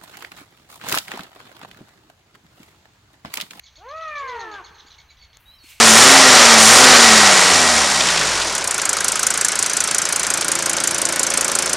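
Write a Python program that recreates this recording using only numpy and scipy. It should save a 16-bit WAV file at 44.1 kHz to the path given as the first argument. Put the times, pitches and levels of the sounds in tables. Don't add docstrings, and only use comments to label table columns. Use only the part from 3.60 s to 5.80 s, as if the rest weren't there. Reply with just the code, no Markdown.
import sys
import numpy as np
from scipy import signal
from scipy.fft import rfft, irfft
from scipy.io import wavfile
from scipy.ndimage import uniform_filter1d

SR = 44100
rng = np.random.default_rng(int(sys.argv[2]) if len(sys.argv) > 2 else 0)


def magnitude_from_level(level_db):
    exponent = np.asarray(level_db, float) / 20
    return 10 ** exponent


def wav_out(sig):
    wavfile.write(sys.argv[1], SR, np.round(np.clip(np.atleast_2d(sig).T, -1, 1) * 32767).astype(np.int16))


N = 97020
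BIRD_PAN_DB = -1.8


def curve(rows, col):
    rows = np.array(rows)
    return np.interp(np.arange(N) / SR, rows[:, 0], rows[:, col])


def colour(rows, hz):
    rows = np.array(rows)
    return np.interp(np.log(hz), np.log(rows[:, 0]), rows[:, 1])


def unit(x):
    return x / np.sqrt(np.mean(x ** 2))


def walk(rate_hz):
    hold = max(int(SR / rate_hz), 1)
    steps = np.repeat(rng.standard_normal(N // hold + 1), hold)
    slewed = uniform_filter1d(uniform_filter1d(steps, hold), hold)
    return unit(slewed[:N])


def band(x, hz, width_hz):
    return signal.lfilter(*signal.iirpeak(min(hz, .45 * SR), hz / width_hz, SR), x)


def noise_band(hz, width_hz):
    return unit(band(band(rng.standard_normal(N), hz, width_hz), hz, width_hz))


def pan(x, db):
    return x * magnitude_from_level(np.array([[db], [-db]]) / 2)


def air():
    # hz, density_db
    spectrum = [(25, -9), (65, 6), (180, -14.5), (380, -21.5), (1000, -15), (3000, -17.5), (5600, -42.5),
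                (15500, -34.5)]
    level_db, wide, wide_bass, wide_hz = -56, 0.47, 0.051, 2500
    f = np.maximum(np.fft.rfftfreq(N, 1 / SR), 10)
    shape = magnitude_from_level(colour(spectrum, f))
    side_gain = wide_bass + wide * f / (f + wide_hz)
    mid = irfft(rfft(rng.standard_normal(N)) * shape, N)
    side = irfft(rfft(rng.standard_normal(N)) * shape * side_gain, N)
    hush = mid + side * np.array([[1], [-1]])
    return hush / mid.std() * magnitude_from_level(level_db + 1.0 * walk(7.66))


def far_flock():
    # hz, width_hz, level_db
    twitter = [(2200, 600, -71), (4300, 800, -68), (6200, 1100, -69)]
    # time_s, level_db
    leaving = [
        (0, 0),
        (1.3, 0),
        (1.45, -5),
        (2.2, -8),
    ]
    swell_db = 1.5
    flock = sum(noise_band(hz, w) * magnitude_from_level(db + swell_db * walk(8.6)) for hz, w, db in twitter)
    return pan(flock * magnitude_from_level(curve(leaving, 1)), BIRD_PAN_DB)


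def sparrows():
    # arch_top_s, top_pitch_hz, level_db, fall_s
    chirps = [(.042, 2250, -52, .032), (.165, 2230, -54, .028), (.293, 2150, -53, .024),
              (.37, 2270, -55, .016), (.42, 2110, -52, .024), (.483, 2200, -54, .014),
              (.563, 2110, -53, .016), (.59, 2400, -51, .014), (.682, 2200, -49, .02),
              (.762, 2200, -55, .016), (.8, 2200, -48, .024), (.922, 2280, -50, .024),
              (1.047, 2200, -50, .026), (1.152, 2200, -56, .014), (1.192, 2100, -53, .02),
              (1.272, 2320, -54, .014), (1.312, 2100, -51, .022), (1.39, 2230, -57, .016),
              (1.507, 2300, -56, .016), (1.578, 2050, -62, .016), (1.625, 2260, -55, .016),
              (1.74, 2200, -58, .018)]
    # late_s, level_db
    slaps = [
        (0, 0),
        (.015, -6),
        (.027, -11),
    ]
    partials_db = (-8, 0, -3)
    rise_s, sag, late_bird_s, late_bird_low_db = 0.0099, .35, 1.35, 0
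    flutter_db, rough, low_hz = 2, .5, 2050
    beak_hz, beak_width_hz, beak_db = 3300, 900, -1
    out = np.zeros(N + SR)
    for top_s, top_hz, db, fall_s in chirps:
        u = np.arange(-rise_s, fall_s, 1 / SR)
        u = np.where(u < 0, u / rise_s, u / fall_s)
        phase = 2 * np.pi * np.cumsum(top_hz * (1 - sag * u ** 2)) / SR
        tone = sum(magnitude_from_level(p) * np.sin((k + 1) * phase) for k, p in enumerate(partials_db))
        if top_s > late_bird_s:
            tone = tone + magnitude_from_level(late_bird_low_db) * np.sin(phase) * (1 - u ** 2) ** 2
        for late_s, slap_db in slaps:
            i = int((top_s - rise_s + late_s) * SR)
            out[i:i + len(u)] += tone * np.sqrt(1 - u ** 8) * magnitude_from_level(db + slap_db)
    out = out[:N] * magnitude_from_level(flutter_db * walk(150)) * (1 + rough * walk(900))
    out = out + magnitude_from_level(beak_db) * band(out, beak_hz, beak_width_hz)
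    return signal.sosfilt(signal.butter(4, low_hz, "high", fs=SR, output="sos"), out)


def cat(rows, throat, mouth, press_db):
    folds_db = (-2, 1, -2, -2, -36)
    # hz, width_hz, level_db
    breath = [(634, 430, -25.5), (2500, 1360, -19)]
    jitter, shimmer_db, rough, gate_s = .003, 2.2, .085, .015
    t = np.arange(N) / SR
    hz = uniform_filter1d(curve(rows, 1), size=1800) * (1 + jitter * walk(58.44))
    phase = 2 * np.pi * np.cumsum(hz) / SR
    gains = []
    for k, db in enumerate(folds_db):
        throat_db = colour(throat, (k + 1) * hz / mouth)
        gains.append(magnitude_from_level(db + k * press_db + throat_db + shimmer_db * walk(39.45)))
    voice = 0
    for n, gain in enumerate(gains, 1):
        voice = voice + gain * (1 + rough * n * walk(300)) * np.sin(n * phase)
    voice = voice / np.sqrt(sum(g ** 2 for g in gains) / 2)
    rasp = sum(magnitude_from_level(db) * noise_band(f, w) for f, w, db in breath) * (1 + np.cos(phase))
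    gate = np.clip(np.minimum(t - rows[0][0], rows[-1][0] - t) / gate_s, 0, 1)
    return (voice + rasp * magnitude_from_level(press_db)) * magnitude_from_level(curve(rows, 2)) * gate


def lynx():
    # time_s, pitch_hz, level_db, mouth_opening (1 = rest), press_db per partial
    yowl = [
        (.17, 270, -60, 0.27, 0.5),
        (.264, 494.4, -39.5, 0.96, -3),
        (.342, 632.3, -35, 1, -6.5),
        (.422, 650.7, -34, 0.69, -2),
        (.6, 567, -31, 0.97, 0),
        (.745, 477.3, -33, 0.78, 0.5),
        (.898, 430.9, -37, 0.84, 1.5),
        (.985, 389.5, -38, 0.83, 6.5),
        (1.028, 339, -41, 0.83, -1),
    ]
    # hz, level_db
    throat = [(280, -30.5), (480, -1.5), (700, -14.5), (1150, -1.5), (1500, -3), (2000, -7), (2600, -6),
              (3200, -14)]
    return cat(yowl, throat, curve(yowl, 3), curve(yowl, 4))


def whistlers():
    # start_s, length_s, from_hz, to_hz, level_db
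    glides = [(0.444, 0.042, 6000, 5580, -60), (.515, 0.058, 3650, 3500, -66),
              (1.486, 0.032, 4063, 3960, -57), (1.592, 0.069, 4510, 4400, -57.5),
              (1.683, 0.11, 4410, 4380, -69.5), (1.853, 0.097, 3770, 4085, -50.5),
              (1.935, .11, 3950, 3880, -64), (1.875, .155, 4780, 5850, -72), (1.915, .065, 3160, 3120, -62),
              (1.98, 0.062, 3100, 3200, -73), (1.986, .009, 5000, 4400, -54),
              (1.993, .082, 4370, 4310, -55), (2.09, .109, 4330, 4350, -64),
              (1.585, 0.0131, 4750, 4650, -63.5)]
    flutter_db = 2.2
    out = np.zeros(N + SR)
    for start_s, length_s, from_hz, to_hz, db in glides:
        u = np.arange(0, 1, 1 / (length_s * SR))
        phase = 2 * np.pi * np.cumsum(from_hz + (to_hz - from_hz) * u) / SR
        i = int(start_s * SR)
        out[i:i + len(u)] += np.sin(phase) * np.sin(np.pi * u) ** .4 * magnitude_from_level(db)
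    return np.sqrt(2) * out[:N] * magnitude_from_level(flutter_db * walk(70))


def answering_cat():
    # time_s, pitch_hz, level_db, press_db per partial
    answer = [
        (.6, 419.3, -63, -10),
        (.63, 469, -46.5, -1),
        (.68, 489.6, -44.5, -17),
        (.75, 471, -35.5, 2),
        (.82, 392.6, -42, 0),
        (.88, 335.3, -46, -4),
        (.94, 308, -55, -7),
        (.97, 289.7, -70, -2),
    ]
    # hz, level_db
    throat = [(280, -3), (500, 0), (900, -3), (1400, -18), (2200, -28), (3200, -45)]
    return cat(answer, throat, 1, curve(answer, 3))


def sleeve():
    # time_s, level_db, cloth_body_db
    rub_course = [
        (0, -113.5, -3),
        (.55, -101, -38.5),
        (.75, -73.5, -18),
        (1.0, -90, 7),
        (1.76, -83.5, -7),
        (1.81, -62.5, -43),
        (2.0, -65, -30),
        (2.04, -59, -2.5),
        (2.11, -51.5, -6.5),
        (2.2, -67, 3),
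    ]
    # hz, width_hz, level_db
    cloth = [(2280, 210, -2), (2700, 620, 2), (3500, 2500, 1), (7600, 2600, -1), (13260, 4700, -5.5)]
    pan_db = -1.2
    parts = []
    for hz, width_hz, db in cloth:
        mid_side = rng.standard_normal((2, N)) * [[1], [.3]]
        parts.append(magnitude_from_level(db) * unit(band(mid_side, hz, width_hz)) * magnitude_from_level(1.8 * walk(60)))
    rub = sum(parts[:-1]) * magnitude_from_level(curve(rub_course, 2)) + parts[-1]
    mid, side = rub * magnitude_from_level(curve(rub_course, 1) + 1.2 * walk(45))
    return pan(mid, pan_db) + side * np.array([[1], [-1]])


def bumps():
    # time_s, hz, peak_db
    knocks = [
        (1.11, 169.7, -51),
        (1.251, 280, -51.5),
        (2.044, 292, -47.5),
    ]
    length_s = .004
    t = np.arange(N) / SR
    out = np.zeros(N)
    for s, hz, db in knocks:
        out += magnitude_from_level(db) * np.exp(-((t - s) / length_s) ** 2) * np.sin(2 * np.pi * hz * (t - s))
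    return out


def tick():
    # hz, peak_db, t60_s
    modes = [(6800, -31.5, .003), (4200, -39, .002), (2100, -45, .006), (10500, -40, .001)]
    start_s, pan_db = 1.77112, 2.05
    late_s = np.maximum(np.arange(N) / SR - start_s, 0)
    out = np.zeros(N)
    for hz, db, t60_s in modes:
        out += magnitude_from_level(db) * np.exp(-np.log(1000) * late_s / t60_s) * np.sin(2 * np.pi * hz * late_s)
    return pan(out, pan_db)


def scatter(x, t60_s, build_s):
    wide = .45
    t = np.arange(SR) / SR
    envelope = np.exp(-np.log(1000) * t / t60_s) * np.minimum(t / build_s, 1)
    tail = rng.standard_normal((2, SR)) * envelope
    tail = tail / np.sqrt(np.sum(tail[0] ** 2))
    mid, side = signal.fftconvolve(x[None], tail, axes=1)[:, :N]
    return mid + wide * side * np.array([[1], [-1]])


def scene():
    cat_pan_db, bright_hz = .3, 420
    cats = lynx() + answering_cat()
    birds = sparrows() + whistlers()
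    bright = signal.lfilter(*signal.butter(1, bright_hz, "high", fs=SR), cats)
    yard = scatter(bright * magnitude_from_level(-11) + birds * magnitude_from_level(-7), t60_s=0.21, build_s=0.0013)
    woods = scatter(bright * magnitude_from_level(-10) + birds * magnitude_from_level(-15), t60_s=1.41, build_s=0.014)
    direct = pan(cats, cat_pan_db) + pan(birds, BIRD_PAN_DB)
    return direct + yard + woods + air() + far_flock() + sleeve() + bumps() + tick()


def roll_off(x):
    return signal.sosfilt(signal.butter(12, 16460, fs=SR, output="sos"), x)


def record(dry):
    top_hz = 15750
    mix = signal.sosfilt(signal.ellip(8, .2, 70, top_hz, fs=SR, output="sos"), dry)
    return roll_off(mix)


dry = scene()
out = record(dry)
wav_out(out)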